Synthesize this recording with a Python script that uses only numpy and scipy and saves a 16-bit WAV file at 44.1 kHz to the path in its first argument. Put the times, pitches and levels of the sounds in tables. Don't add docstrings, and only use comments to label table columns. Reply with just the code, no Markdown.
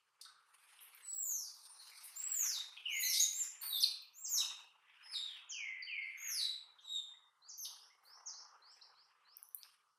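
import sys
import numpy as np
from scipy import signal
from scipy.fft import rfft, irfft
from scipy.io import wavfile
from scipy.ndimage import uniform_filter1d

SR = 44100
rng = np.random.default_rng(int(sys.argv[2]) if len(sys.argv) > 2 else 0)


def int16_out(signal):
    q = np.round(np.clip(np.atleast_2d(signal).T, -1, 1) * 32767)
    wavfile.write(sys.argv[1], SR, q.astype(np.int16))


def linear_from_db(decibels):
    return 10 ** (np.asarray(decibels, float) / 20)


N = 440118

# f/Hz, level per Hz/dB
HUSH_COLOUR = [(25, -28), (90, -23), (150, -8.5), (280, -25.5), (480, -7.5), (640, -20), (1200, 2),
               (2400, -25), (3000, -11.5), (3650, -16), (4500, -14.5), (7500, -16.5), (9300, -16.5),
               (15600, -30)]
# f/Hz, side minus middle level/dB
SIDE_SPREAD = [(60, -4.5), (150, -17.5), (380, -10), (950, -19.5), (2380, -20), (5980, -19.5), (15000, -5)]
# centre f/Hz, reach below/octaves, reach above/octaves
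FOLIAGE_COLOUR = [
    (1164, 0.48, 0.34),
    (2775, 0.54, 0.15),
    (4610, 0.16, 0.53),
    (9400, 0.87, 0.18),
]
# t/s, level/dB, hold/s
BRANCH_SHAKES = [(0.276, -75.5, 0.042), (0.555, -75.5, 0.018), (0.807, -72, 0.77), (1.713, -69.5, 0.55),
                 (2.28, -77.5, 0.039), (2.55, -70, 0.42), (3.097, -74, 0.23), (3.43, -72.5, 0.2),
                 (3.8, -69.5, 0.015), (4.403, -63.5, 0.14), (5.127, -71.5, 0.074), (5.475, -66, 0.014),
                 (5.887, -80, 0.028), (6.293, -77.5, 0.048), (6.632, -72.5, 0.25), (7.06, -75.5, 0.44),
                 (7.744, -66, 0.027), (8.124, -64, 0.43), (8.905, -70, 0.025), (9.152, -76.5, 0.51)]
BROAD_LEAF_SHAKES = [(0., -79.5, .03), (.24, -75, 0.1), (.58, -68, 0.29), (.94, -65.5, 0.073),
                     (1.55, -78, 0.23), (1.9, -67.5, 0.24), (2.27, -58, 0.096), (2.463, -54, 0.086),
                     (2.68, -69, 0.26), (3.04, -68, 0.016), (3.419, -63, 0.23), (4.37, -63.5, 0.16),
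                     (4.939, -61.5, 0.46), (5.72, -73.5, 0.58), (6.27, -57, 0.15), (6.7, -79.5, 0.48),
                     (7.5, -83, 0.66), (8.17, -80.5, 0.41), (8.741, -72.5, 0.054), (8.95, -75.5, 0.44),
                     (9.681, -71.5, 0.072)]
SMALL_LEAF_SHAKES = [(0., -85.5, 0.08), (.23, -87, 0.059), (.58, -91, 0.023), (1.14, -65.5, 0.033),
                     (1.36, -86.5, .05), (1.52, -59.5, 0.15), (1.85, -58.5, 0.5), (2.66, -68.5, 0.12),
                     (3.04, -56, 0.17), (3.44, -81, 0.023), (3.799, -83, .03), (4.56, -71.5, 0.058),
                     (4.95, -82, 0.037), (5.15, -65.5, 0.15), (5.319, -71, 0.015), (5.899, -80.5, 0.29),
                     (6.84, -80, 0.17), (7.4, -89, 0.26), (8., -81, 0.33), (8.74, -79, 0.046),
                     (9.349, -90, .35)]
DRY_LEAF_SHAKES = [(.23, -109, 0.022), (0.562, -66.5, 0.95), (1.7, -72, .05), (1.92, -67.5, 0.12),
                   (2.47, -59.5, 0.03), (3.04, -55, 0.069), (3.121, -51.5, .12), (3.3, -57.5, .05),
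                   (3.42, -56.5, 0.026), (3.801, -54.5, 0.026), (4.38, -77, 0.15), (6.1, -75, 0.055),
                   (6.269, -66, 0.23), (6.94, -71.5, 0.093), (7.789, -66.5, 0.0074), (9.5, -78.5, 0.035),
                   (9.68, -73, 0.06)]
# swell/dB per s, settle/dB per s, rest level/dB
FOLIAGE_SETTLING = [
    (71.66, 44, -100.5),
    (84, 110.5, -99),
    (84, 102.5, -92),
    (110, 136.5, -105),
]
# f/Hz, level/dB
RUSTLE_COLOUR = [(300, -4.5), (500, 1), (640, -8.5), (850, 3.5), (3100, -5), (3620, -0.5), (4050, 0),
                 (5800, -4), (7500, -14.5), (8600, 0), (15200, 3), (15900, -25.5)]
# t/s, peak level/dB, centre
# f/Hz, breadth/octaves, length/s
TWIG_SNAPS = [(.212, -42, 5770, 0.53, 0.0048), (.25, -47, 3950, 0.19, 0.0046),
              (.251, -56.5, 1376, 0.28, 0.014), (.791, -51, 3130, 0.14, 0.0017),
              (.948, -47.5, 11400, 0.34, 0.0021), (1.913, -56, 2300, 0.18, 0.014),
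              (2.773, -40.5, 2920, 0.17, 0.0036), (3.623, -48, 2320, 1.06, 0.022),
              (4.021, -56, 14200, 0.099, 0.002), (6.784, -56.5, 3430, 0.17, 0.014),
              (7.652, -37.5, 4340, 0.46, 0.0043), (8.714, -63.5, 7560, 0.068, 0.011),
              (6.805, -69, 6230, 0.13, .015), (3.618, -36.5, 13500, 0.39, 0.0039)]
DRY_TICKS = [
    (2.769, -42, 3016, .3, 0.00059),
    (9.3695, -37.5, 12840, 0.33, 0.00063),
    (9.429, -36, 12100, 0.25, 0.00031),
    (9.4888, -47, 13700, 0.12, 0.00051),
    (9.5467, -32, 12400, 0.23, 0.000077),
    (9.5475, -30, 10650, 0.32, 0.00073),
    (9.6323, -36.5, 4530, 0.5, 0.00032),
]
SCRAPES = [(.804, -49.5, 11400, 0.13, 0.04), (1.25, -61.5, 4240, 0.042, 0.19),
           (1.69, -52.5, 9260, 0.052, 0.035), (1.787, -51.5, 4220, 0.075, 0.037),
           (2.031, -44.5, 9800, 0.33, 0.037), (2.993, -34, 12070, 0.4, 0.043),
           (3.125, -27, 5455, 0.5, 0.058), (6.24, -45, 2214, 0.23, 0.034),
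           (8.03, -62.5, 10750, 1.1, .052), (9.42, -65.5, 5920, .08, 0.056),
           (1.02, -65, 4150, 0.046, .12), (1.63, -54, 8900, 0.073, 0.039),
           (1.76, -56, 9200, .08, 0.054), (3.77, -43, 4590, .12, 0.032),
           (6.81, -72, 6000, 0.14, 0.039), (9.87, -76, 5400, 0.16, 0.057), (3.3, -50, 14200, .1, .09),
           (3.84, -34, 4700, .3, .03), (4.38, -50, 9000, .12, .05)]
# turn t/s, lead/s, slide/s, hold/s, slide bend
WHISTLE_TIMES = [(1.12, 0.1, .35, 0.0036, 1.6), (2.258, 0.1, 0.3, 0.043, 1.89),
                 (3, 0.12, 0.135, 0.015, 1.5), (3.039, 0.016, 0.054, .04, 1.1),
                 (3.232, 0.034, 0.039, 0.024, 2), (3.635, 0.022, 0.17, 0.0056, 0.98),
                 (3.811, 0.008, 0.031, 0.006, 0.75), (4.26, 0.13, 0.114, 0.016, 1.8),
                 (5.106, 0.077, 0.043, 0.13, 2.4), (6.268, 0.095, 0.14, 0.15, 1.15),
                 (6.921, 0.095, 0.0684, 0.024, 1.53), (7.597, 0.019, 0.062, 0.0013, 1.32),
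                 (3.395, 0.06, 0.014, 0.02, 1.2), (7.425, 0.005, .125, 0.0051, 1.1),
                 (5.284, 0.017, 0.11, .01, 1.07), (3.181, .01, 0.063, 0.042, 1.1),
                 (4.394, .02, 0.036, .03, 1.13), (3.01, .014, 0.19, .03, 1.1), (3.04, .015, .2, .03, 1),
                 (3.38, .02, 0.063, .03, 0.73)]
# start f/Hz, turn f/Hz, landing f/Hz
WHISTLE_PITCH = [(8240, 7850.5, 4480.5), (7070, 7738, 3765.5), (5180, 6820, 4950), (3620, 4122, 4616.5),
                 (6300, 6632, 6603), (4150, 4600.5, 4049.5), (6300, 5999.5, 4098.5), (5480, 7600, 5249.5),
                 (5170, 5155, 3708), (6300, 6666, 3863.5), (3935, 3774.5, 3627), (5900, 6421, 4498),
                 (6960, 7397.5, 7114), (4030, 4022, 6042.5), (3610, 3449.5, 2547.5), (3950, 3849.5, 3752),
                 (5200, 3820, 3720), (11900, 12300, 11100), (8300, 8500, 8900.5), (10800, 11300.5, 10900)]
# start level/dB, turn level/dB, landing level/dB
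WHISTLE_EFFORT = [(-57, -41, -49), (-52.5, -41.5, -43), (-70.5, -50, -37.5), (-55, -33.5, -47.5),
                  (-30, -37.5, -56), (-51.5, -52, -47.5), (-56.5, -38.5, -22.5), (-76, -53.5, -35),
                  (-60.5, -53, -39), (-68, -52.5, -35), (-71.5, -44, -43.5), (-53, -57, -44.5),
                  (-51.5, -41.5, -36.5), (-68, -63, -55), (-57, -47.5, -62), (-46.5, -36.5, -43.5),
                  (-40, -33.5, -42), (-56, -47, -49), (-60, -52, -53), (-63.5, -57, -60.5)]
SECOND_HARMONIC = [-3.5, -5.5, -6, -14, -12, 8.5, -4, -3.5, -7.5, -3.5, -8, -2, -36, -45, -46, -25, -8, -45,
                   -45, -46]
THIRD_HARMONIC = [-41, -20, -26, -12, -45, 0, -37, -19, -33, -31, -29.5, -46.5, -60, -60, -65, -23, -35,
                  -58, -60, -60]
WHISTLE_HOARSENESS = [.004, .005, .006, .011, .014, .018, .022, .006, .007, .006, .009, .005, .009, .004,
                      .012, .01, .007, .028, .03, .02]
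WHISTLE_LINGER = [.05, .4, .05, .05, .05, 0.039, .05, .05, 0.072, .6, .05, 0.071, .05, 0.044, .05, .05, .05,
                  .05, .05, .05]
WHISTLE_ECHO = [-0.4, 0.4, -0.5, -2.5, -1.5, -0.4, -9, .1, 2.5, 1, -0.5, 1.6, -4, -6, -3.8, -3.5, -3.5,
                -2.5, -2.5, -2.5]
# start t/s, length/s, from f/Hz, to f/Hz, peak level/dB
LONG_SWEEPS = [
    (2.856, 0.23, 3030, 2015, -46),
    (5.518, 0.31, 3275, 2017, -48),
    (5.871, .25, 3130, 2074, -46),
]
QUICK_DROPS = [
    (2.856, 0.013, 3085, 2760, -28.5),
    (3.42, 0.03, 7050, 4690, -50.5),
    (3.7, 0.092, 3973, 3470, -37),
    (4.238, 0.046, 7750, 4460, -44),
    (5.492, 0.052, 7180, 4600, -46),
    (7.484, 0.045, 7330, 4330, -51),
    (8.259, 0.048, 6880, 4560, -45),
    (8.816, 0.013, 3950, 5730, -50),
    (7.645, 0.015, 4710, 2750, -43.5),
]
RISING_NOTES = [
    (7.75, 0.14, 4150, 6200, -59),
    (8.051, 0.14, 4220, 6230, -56),
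    (8.33, 0.11, 4030, 6300, -51.5),
    (8.62, 0.14, 4010, 6100, -56.5),
    (8.95, 0.11, 3890, 5940, -62),
    (9.25, 0.14, 3960, 6190, -61.5),
    (9.572, 0.12, 4000, 5880, -62),
]
DYING_NOTES = [
    (3.397, 0.015, 3320, 2560, -53),
    (3.825, 0.06, 3480, 2350, -50),
    (4.412, 0.039, 3300, 2576, -41),
    (5.824, 0.026, 4904, 4370, -39),
    (6.02, 0.048, 4760, 4340, -57.5),
    (7.138, 0.03, 1860, 2110, -69.5),
    (7.9, 0.056, 1910, 2270, -72),
    (8.18, 0.031, 1940, 1990, -75),
    (8.814, .02, 3900, 4300, -53),
]
# glide bend, place of the peak (0-1), onset level/dB, end level/dB, echo level/dB
NOTE_KINDS = [
    (4.2, 0.32, 0, -18.5, -1.5),
    (1.3, .42, -9, -7.5, -1.06),
    (0.95, 0.58, -7.5, -21.5, -3.5),
    (3.7, 0.22, 0.5, -23.5, -5),
]
# f/Hz, level/dB
WINDPIPE_COLOUR = [(2000, 5.5), (2800, 0), (3700, 1), (5000, -3), (6500, 7.5), (7600, 0), (8400, -11.5),
                   (9500, -2.5), (11500, 2), (13500, 4), (14800, -1), (15700, -9)]
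# f/Hz, time to fall 60 dB/s
TREE_DECAY = [(1500, 0.98), (2500, 0.86), (3700, 0.43), (5500, 0.4), (8000, 0.42), (14000, 0.26)]


def evened(x):
    return x / np.sqrt(np.mean(x ** 2) + 1e-20)


def read(points, hz):
    f, value = np.transpose(points)
    return np.interp(np.log(hz + 1), np.log(f + 1), value)


def add(mix, s, sound):
    part = mix[round(s * SR):][:len(sound)]
    part += sound[:len(part)]


def noise(power, size, patchy_db, flicker_db):
    frames = 4 * N // size + 5
    hz = np.fft.rfftfreq(size, 1 / SR)[:, None]
    t = np.arange(frames) * size / 4 / SR
    a, b, c, d, patches = rng.standard_normal((frames, len(hz), 5)).T
    patches = uniform_filter1d(patches, 5, axis=0)
    patches = evened(uniform_filter1d(patches, 18, axis=1))
    flicker = evened(uniform_filter1d(rng.standard_normal(frames), 4))
    middle = a + 1j * b
    side = (c + 1j * d) * linear_from_db(read(SIDE_SPREAD, hz))
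    z = np.array([middle, side])
    z *= np.sqrt(power(hz, t)) * linear_from_db(patchy_db * patches + flicker_db * flicker)
    return signal.istft(z, nperseg=size, noverlap=3 * size // 4)[1][:, :N]


def hush():
    def steady(hz, t):
        return linear_from_db(2 * read(HUSH_COLOUR, hz)) + 0 * t
    air = noise(steady, size=1024, patchy_db=1.5, flicker_db=.4)
    return linear_from_db(-80.5) * air / np.std(air[0])


def shaking_db(shakes, swell, settle, rest_db, t):
    s, db, hold = np.transpose(shakes)[..., None]
    early = np.maximum(s - t, 0)
    late = np.maximum(t - s - abs(hold), 0)
    each_db = db - swell * early - settle * late
    return 10 * np.log10(linear_from_db(2 * each_db).sum(0) + linear_from_db(2 * rest_db))


def foliage(hz, t):
    parts = [BRANCH_SHAKES, BROAD_LEAF_SHAKES, SMALL_LEAF_SHAKES, DRY_LEAF_SHAKES]
    levels_db = [shaking_db(shakes, *way, t) for shakes, way in zip(parts, FOLIAGE_SETTLING)]
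    power = 0
    for (centre_hz, below, above), db in zip(FOLIAGE_COLOUR, levels_db):
        octaves = np.log2((hz + 1) / centre_hz)
        reach = np.where(octaves < 0, below, above)
        bell = np.exp(-.5 * (octaves / reach) ** 2) * linear_from_db(2 * read(RUSTLE_COLOUR, hz))
        power = power + bell / bell.sum() * linear_from_db(2 * db)
    creak = np.exp(-.5 * (np.log2((hz + 1) / 480) / 0.13) ** 2)
    creak_db = 0.61 * levels_db[0] - 49.5
    return power * 0.5 + creak * linear_from_db(2 * creak_db)


def twigs(rows, echo_db):
    direct = np.zeros(N)
    size, lead_in = 8192, 200
    t, f = np.arange(size) / SR, np.fft.rfftfreq(size, 1 / SR)
    grits = rng.standard_normal((len(rows), size))
    for (s, db, hz, octaves, length), grit in zip(rows, grits):
        shape = np.roll(t / length * np.exp(-t / length * 2), lead_in)
        band = np.exp(-.5 * (np.log2((f + 1) / hz) / octaves) ** 2) * linear_from_db(read(RUSTLE_COLOUR, f))
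        crack = irfft(rfft(grit * shape) * band)
        add(direct, s - lead_in / SR, crack * linear_from_db(db) / abs(crack).max())
    return np.array([direct, direct * linear_from_db(echo_db)])


def whistle(times, pitch, effort, second_db, linger):
    turn, lead, slide, hold, bend = times
    start_hz, turn_hz, land_hz = pitch
    start_db, turn_db, land_db = effort
    s = np.arange(turn - lead, turn + slide + hold, 1 / 1000)
    before = np.clip((turn - s) / lead, 0, 1)
    after = np.clip((s - turn) / slide, 0, 1)
    hz = turn_hz + (start_hz - turn_hz) * before ** 3.4 + (land_hz - turn_hz) * after ** bend
    shelf_hz, shelf_width_hz = 5196, 740
    off_shelf = hz - shelf_hz
    hz -= np.clip(linger, 0, 1) * (after > 0) * off_shelf * np.exp(-(off_shelf / shelf_width_hz) ** 2)
    db = turn_db + (start_db - turn_db) * before ** 2.5
    db += (land_db - turn_db) * (1 - (1 - after) ** 1.3)
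    db += -150 * np.maximum(s - turn - slide, 0)
    moving = abs(np.gradient(np.log(hz), s))
    db += -14 * (after > 0) * np.minimum(moving / 23, 1) ** 2
    late_db = -12.5 * after ** 4 * (1 - after ** 40)
    held_db = -13 * np.exp(-moving / 0.27)
    return s, hz, db, second_db + late_db + held_db


def chip(start, length, from_hz, to_hz, db, bend, place, onset_db, end_db):
    u = np.linspace(0, 1, num=40)
    hz = to_hz + (from_hz - to_hz) * (1 - u) ** bend
    swell_db = np.interp(u, [0, place, 1], [onset_db, 0, end_db])
    return start + length * u, hz, db + swell_db


def note(s, hz, db, overtones_db, hoarse, flutter):
    t = np.arange(s[0] - .004, s[-1] + 0.0025, 1 / SR)
    smooth = max(300, len(t) // 14)
    curves = [uniform_filter1d(np.interp(t, s, c), smooth, mode="nearest") for c in [hz, db, *overtones_db]]
    hz, db, *overtones_db = curves
    shake, throb = flutter[:, round(t[0] * SR):][:, :len(t)]
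    slack = hoarse * (hz.max() / hz) ** 2
    phase = 2 * np.pi * np.cumsum(hz * (1 + slack * shake)) / SR
    tone = 0
    for k, over_db in enumerate([0, *overtones_db], 1):
        colour = linear_from_db(over_db + read(WINDPIPE_COLOUR, k * hz))
        below_top = np.clip((15900 - k * hz) / 300, 0, 1)
        tone += colour * below_top * np.sin(k * phase)
    tone *= 1 + np.minimum(15 * slack, 1) * throb
    fade = signal.windows.tukey(len(t), min(1, 0.017 / (t[-1] - t[0])))
    return t[0], np.sqrt(2) * linear_from_db(db - 3.5) * tone * fade


def birds():
    out = np.zeros((2, N))
    flutter = rng.standard_normal((2, N + SR))
    flutter = evened(signal.lfilter(*signal.butter(2, 250, fs=SR), flutter))
    flutter += .35 * evened(uniform_filter1d(uniform_filter1d(flutter, 700), 700))
    notes = []
    calls = zip(WHISTLE_TIMES, WHISTLE_PITCH, WHISTLE_EFFORT, SECOND_HARMONIC, WHISTLE_LINGER,
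                THIRD_HARMONIC, WHISTLE_HOARSENESS, WHISTLE_ECHO)
    for *call, third_db, hoarse, echo_db in calls:
        s, hz, db, second_db = whistle(*call)
        notes.append((echo_db, *note(s, hz, db, [second_db, third_db + 0 * s], hoarse, flutter)))
    for rows, (*kind, echo_db) in zip([LONG_SWEEPS, QUICK_DROPS, RISING_NOTES, DYING_NOTES], NOTE_KINDS):
        for row in rows:
            notes.append((echo_db, *note(*chip(*row, *kind), [], .005, flutter)))
    for echo_db, s, tone in notes:
        add(out[0], s, tone)
        add(out[1], s, linear_from_db(echo_db) * tone)
    return signal.sosfilt(signal.butter(6, 1500, "high", fs=SR, output="sos"), out)


def forest(x, bend=1.204, clumpy_db=3.2):
    out = 0
    sway = np.arange(N) / SR * 9 * np.pi / 3
    for k in range(3):
        clumps = evened(uniform_filter1d(rng.standard_normal(SR), 130))
        onset = np.minimum(np.arange(SR) / 150, 1)
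        taps = rng.standard_normal((2, SR)) * linear_from_db(clumpy_db * clumps) * onset
        hz, t, z = signal.stft(taps, SR, nperseg=256)
        z *= linear_from_db(-60 * (t / read(TREE_DECAY, hz)[:, None]) ** bend)
        z[1] *= linear_from_db(read(SIDE_SPREAD, hz))[:, None]
        tail = signal.istft(z, SR, nperseg=256)[1]
        tail = tail / np.linalg.norm(tail[0])
        share = np.sqrt(2 / 3) * np.cos(sway + k * np.pi / 3)
        out = out + signal.fftconvolve((x * share)[None], tail, axes=1)[:, :N]
    return out


def scene():
    air = hush()
    leaves = noise(foliage, size=512, patchy_db=2.8, flicker_db=2.2)
    cracks, crack_feed = twigs(TWIG_SNAPS, -1.5) + twigs(SCRAPES, -5) + twigs(DRY_TICKS, -9.5)
    song, song_feed = birds()
    echoes = linear_from_db(2.0) * forest(song_feed + crack_feed)
    mid = air[0] + leaves[0] + cracks + linear_from_db(-2.0) * song + echoes[0]
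    side = air[1] + leaves[1] + .1 * cracks + echoes[1]
    return np.array([mid + side, mid - side])


def low_pass(x):
    return signal.sosfilt(signal.butter(12, 16670, fs=SR, output="sos"), x)


def record(dry):
    size = 512
    hz, t, z = signal.stft(dry, SR, nperseg=size, noverlap=3 * size // 4)
    power = uniform_filter1d(abs(z.mean(0)) ** 2, size=5, axis=0)
    power = uniform_filter1d(power, size=7, axis=1)
    kept = power / (power + linear_from_db(2 * -96.0))
    quiet = signal.istft(z * (0.58 + 0.5 * kept), SR, nperseg=size, noverlap=3 * size // 4)[1][:, :N]
    return low_pass(quiet)


dry = scene()
out = record(dry)
int16_out(out)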